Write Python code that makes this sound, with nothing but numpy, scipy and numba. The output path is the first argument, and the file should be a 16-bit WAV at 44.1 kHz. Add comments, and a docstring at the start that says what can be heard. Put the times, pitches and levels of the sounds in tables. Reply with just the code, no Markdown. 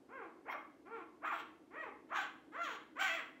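"""Cries of a newborn puppy

A puppy cries eight times in a live room, whose walls ring on over a low, steady ventilation hum.
Each cry follows the source-filter principle: the vocal folds give a harmonic series that arches up and
down in pitch, and throat, mouth and nose shape its spectrum. Soft cries stay clear; in hard ones the
folds vibrate irregularly and break into a hoarse squeal with subharmonics."""
import sys
import numpy as np
from scipy import signal
from scipy.fft import rfft, irfft
from scipy.io import wavfile
from scipy.ndimage import uniform_filter1d
from numba import njit

SR = 44100
rng = np.random.default_rng(int(sys.argv[2]) if len(sys.argv) > 2 else 0)


def transcribe(signal):
    """Save signal, clipped to [-1, 1], as a 16-bit WAV file at the path in sys.argv[1]."""
    frames = np.atleast_2d(signal).T
    limited = np.clip(frames, -1, 1)
    pcm = np.round(limited * 32767).astype(np.int16)
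    wavfile.write(sys.argv[1], SR, pcm)


N = 149940

# Spectrum of the ventilation: f/Hz, relative spectral level/dB
VENT_SPECTRUM = [(25, -51), (65, -21), (110, -20), (200, -15), (255, -4), (320, 1.5), (400, -11.5),
                 (600, -15.5), (1200, -26.5), (2200, -33.5), (4000, -38.5), (8000, -43), (13000, -47.5),
                 (15500, -66)]
# Reverberation time of the room by band: f/Hz, T60/s
REVERB_TIMES = [(200, 0.71), (1300, 0.46), (3000, 0.49), (7000, 0.37), (15000, 0.66)]
# Fixed colouring of the cries by throat and mouth, plus ripple from nearby reflections: f/Hz, gain/dB
CRY_COLOUR = [(50, -53), (150, -25.5), (330, -2), (420, -7), (550, -12), (700, -7), (820, -2.5), (970, -4),
              (1110, 2), (1260, -2), (1380, 0.5), (1480, 1), (1600, 2), (1770, 1), (1950, 1.5), (2130, 4),
              (2420, -1.5), (2650, -2.5), (2920, -7.5), (3220, -3.5), (3700, -12), (4200, -15), (4650, -21),
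              (5100, -26), (5700, -17.5), (6300, -24), (7000, -25), (7800, -26), (9200, -48), (11500, -25),
              (13500, -28.5), (15500, -22)]
# One contour per cry: t/s, pitch/Hz, relative level/dB, treble gain/dB, mouth resonance/Hz
CRY_CONTOURS = [
    [(.095, 345, -62.5, -44, 1090), (.112, 460.6, -57.5, -29.5, 1200), (.135, 530.4, -51, -22.5, 1340),
     (.165, 543, -45, -24, 1510), (.195, 463.2, -50, -28.5, 1300), (.23, 371.6, -48.5, -11, 1019),
     (.275, 313.4, -58.5, -12, 1050)],
    [(.46, 430, -56.5, -44, 1500), (.482, 682, -48, -35, 1907), (.5, 1072, -36.5, -19.5, 2170),
     (.515, 1077, -57.5, 7, 2300), (.532, 800, -41.5, -12, 1605), (.548, 566.5, -43, -25, 1107)],
    [(.865, 335, -55.5, -7, 960), (.895, 433.4, -56, -24, 990), (.93, 466, -48.5, -21, 1311),
     (.96, 448, -48, -8, 1198), (.985, 379, -51, -5.5, 1078), (1.02, 342.7, -52.5, -9, 1005)],
    [(1.22, 480, -58.5, -26, 1097), (1.24, 700, -44, -33, 1200), (1.257, 1220, -44.5, -6, 1428),
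     (1.29, 1452, -41.5, -9, 1381), (1.308, 1150, -44.5, -14.5, 1305), (1.33, 740, -39.5, -7.5, 1354),
     (1.365, 620, -51, 8.5, 1347), (1.405, 440.2, -50.5, 12, 1344)],
    [(1.715, 350, -60.5, -16, 1285), (1.748, 490, -46.5, -11, 1420), (1.772, 622, -44.5, -21, 1915),
     (1.79, 646.7, -44.5, -15, 1900), (1.817, 614, -44.5, -6, 1800), (1.845, 498.8, -44, -10, 1218),
     (1.888, 386, -50, -9, 1007)],
    [(2.098, 440, -57, 2, 1120), (2.122, 688.6, -43, -23, 1294), (2.145, 1123, -49, 0, 1202),
     (2.156, 1182, -40.5, 0, 1207), (2.17, 910, -39.5, 5, 1600), (2.19, 781.4, -41.5, 0, 1509),
     (2.22, 690, -48, 14, 1507), (2.26, 490.4, -50, 7, 1440)],
    [(2.528, 410, -54, -1, 1306), (2.555, 530.2, -45, -6, 1365), (2.58, 669.6, -43.5, -8, 1353),
     (2.615, 691, -40, -3, 1616), (2.64, 668.3, -49.5, 16, 1393), (2.67, 571, -40.5, 5.5, 1282),
     (2.705, 480, -46, 9, 1321), (2.755, 381.7, -53, 14.5, 1278)],
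    [(2.968, 495.6, -45.5, -3, 1132), (2.983, 609.5, -44, -8, 1202), (3.003, 769, -40, 11.5, 1504),
     (3.022, 799.2, -35.5, 7.5, 1210), (3.05, 776, -41.5, 12, 1549), (3.1, 642.3, -42, 10.5, 2096),
     (3.152, 681.7, -42, 10, 2270), (3.178, 613, -43.5, 8.5, 2040), (3.215, 469.7, -48, 7, 1480)],
]
# One row per cry: hoarseness/1, throat resonance/Hz, nasal antiresonance/Hz, gain of the top band/dB
CRY_TIMBRES = [(.05, 7600, 1880, 0), (.35, 5600, 1870, 13), (.05, 7750, 1850, -2), (.55, 7650, 2000, 5),
               (.1, 7500, 1520, 1), (.5, 6900, 2150, -4), (.08, 6900, 2400, 0), (.4, 7000, 3850, -1)]


def undb(db):
    """Amplitude ratio of a level in decibels."""
    return 10 ** (np.asarray(db) / 20)


def unit(x):
    """Normalisation to an rms value of 1."""
    return x / np.sqrt(np.mean(x ** 2))


def filtered(x, gain):
    """Zero-phase filtering: the spectrum is multiplied by gain(f)."""
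    return irfft(rfft(x, 2 * N) * gain(np.arange(N + 1) * SR / (2 * N) + 1e-6))[:N]


def at(points, hz):
    """Interpolation of a table on a logarithmic frequency axis."""
    f, values = np.array(points).T
    return np.interp(np.log(hz), np.log(f), values)


def wander(hz):
    """Random modulation: low-pass noise of rms 1 with its cutoff at hz."""
    return unit(filtered(rng.standard_normal(N), lambda f: 1 / (1 + (f / hz) ** 4)))


def split(x, hz, order):
    """Complementary crossover: the parts below and above hz sum to the input."""
    low = filtered(x, lambda f: 1 / (1 + (f / hz) ** order))
    return low, x - low


@njit
def resonance(x, hz, width_hz):
    """Damped second-order resonator with a moving centre frequency and unit peak gain."""
    y, band_state, low_state = np.empty(len(x)), 0., 0.
    for i in range(len(x)):
        tuning, damping = np.tan(np.pi * hz[i] / SR), width_hz / hz[i]
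        band = (band_state + tuning * (x[i] - low_state)) / (1 + tuning * (tuning + damping))
        band_state, low_state = 2 * band - band_state, low_state + 2 * tuning * band
        y[i] = damping * band
    return y


def ventilation(level_db=-62.5):
    """Broadband noise of moving air, coloured by a low duct resonance."""
    air = filtered(rng.standard_normal(N), lambda f: undb(at(VENT_SPECTRUM, f)))
    return unit(air) * undb(level_db)


def room(direct, first_echo_s=0.0073, early_decay_s=0.015, absorption_hz=8970):
    """Reverberation: early reflections and a diffuse tail, decaying by band, join the direct sound."""
    t = np.arange(N) / SR
    noise, tail = rng.standard_normal(N), 0
    for band, (_, t60) in enumerate(REVERB_TIMES):
        share = [(hz, k == band) for k, (hz, _) in enumerate(REVERB_TIMES)]
        tail = tail + filtered(noise, lambda f: at(share, f)) * np.exp(-np.log(1000) * t / t60)
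    early = rng.standard_normal(N) * (rng.random(N) < .02) * np.exp(-t / early_decay_s)
    arrived = t > first_echo_s
    reflections = (undb(-0.5) * unit(tail * arrived) + undb(-4.5) * unit(early * arrived)) / np.sqrt(N)
    response, _ = split(reflections, absorption_hz, order=2)  # the walls absorb the high treble
    return direct + signal.fftconvolve(direct, response)[:N]


def larynx(pitch, roughness, rolloff_db_per_octave=-5.5, dispersion_rad=.35):
    """Glottal source: jitter, subharmonics and pulsed breath noise grow with the folds' roughness."""
    jitter = (0.00621 + 0.0445 * roughness) * wander(hz=350)
    lurch = 0.0242 * roughness * wander(hz=72.14)
    hz = pitch * (1 + jitter + lurch)
    phase = 2 * np.pi * np.cumsum(hz) / SR

    def partial(k):
        """Soft closure: a phase lag quadratic in k spreads each pulse over its cycle."""
        amplitude = undb(rolloff_db_per_octave * np.log2(k))
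        return amplitude * np.cos(k * phase - dispersion_rad * k ** 2) * (k * hz < SR / 2)

    harmonics = sum(partial(k) for k in np.arange(1, 40))
    half_orders = sum(partial(k + .5) for k in np.arange(1, 12))
    subharmonics = undb(4) * roughness * half_orders * wander(hz=46)
    shimmer = 1 + 0.26 * wander(hz=130)
    puffs = unit(rng.standard_normal(N) * (1 + np.cos(phase)))
    rasp, hiss = undb(4.5) * roughness, undb(-16.5)
    return (harmonics + subharmonics) * shimmer + puffs * (rasp + hiss)


def articulation(clear_hz=620, broken_hz=800, attack_s=0.014, release_s=0.02):
    """Control curves of source and filter; the voice breaks as pitch rises from clear_hz to broken_hz."""
    t = np.arange(N) / SR
    points = [point + timbre for cry, timbre in zip(CRY_CONTOURS, CRY_TIMBRES) for point in cry]
    times, *columns = np.array(points).T
    curves = (np.interp(t, times, column) for column in columns)
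    hz, level_db, treble_db, mouth_hz, hoarseness, throat_hz, nasal_hz, top_db = curves
    pitch = uniform_filter1d(hz, size=400)
    broken = np.clip((pitch - clear_hz) / (broken_hz - clear_hz), 0, 1)
    roughness = np.clip(0.0558 + hoarseness * broken, 0, 1)
    gate = np.zeros(N)
    for cry in CRY_CONTOURS:
        start, end = cry[0][0], cry[-1][0]
        gate += np.clip((t - start) / attack_s + 1, 0, 1) * np.clip((end - t) / release_s + 1, 0, 1)
    envelope = gate * undb(level_db)
    return pitch, envelope, roughness, mouth_hz, throat_hz, nasal_hz, undb(treble_db), undb(top_db)


def puppy(closed_mouth_db=-7, bass_loss=0.23, flutter_db=0.5):
    """Source-filter voice: mouth and throat resonances and a nasal notch shape the glottal tone."""
    pitch, envelope, roughness, mouth_hz, throat_hz, nasal_hz, treble_gain, top_gain = articulation()
    source = larynx(pitch, roughness) * envelope
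    sway = 1 + 0.043 * wander(hz=8.9)
    mouth = resonance(source, mouth_hz, width_hz=500.)
    throat = resonance(source, throat_hz * sway, width_hz=380.)
    voice = source + mouth + undb(13) * throat
    voice = voice - 0.5 * resonance(voice, nasal_hz, width_hz=600.)
    voice = filtered(voice, lambda f: undb(at(CRY_COLOUR, f)))
    body, upper = split(voice, hz=2639, order=8)
    bass, middle = split(body, hz=780, order=8)
    edge, top = split(upper, hz=10000, order=16)
    # An opening mouth loses bass as it gains treble.
    bass = bass * (treble_gain / undb(closed_mouth_db)) ** -bass_loss
    treble = sum(band * undb(flutter_db * wander(hz=35.2)) for band in (edge, top_gain * top))
    return undb(-1) * (bass + middle + treble_gain * treble)


def scene():
    """Superposition of the reverberant cries and the ventilation in one channel."""
    return (room(puppy()) + ventilation())[None]


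def record(dry, cutoff_hz=15750):
    """Band limiting: the microphone acts as a steep low-pass filter."""
    return signal.sosfilt(signal.ellip(10, .2, 70, cutoff_hz, fs=SR, output="sos"), dry)


dry = scene()
out = record(dry)
transcribe(out)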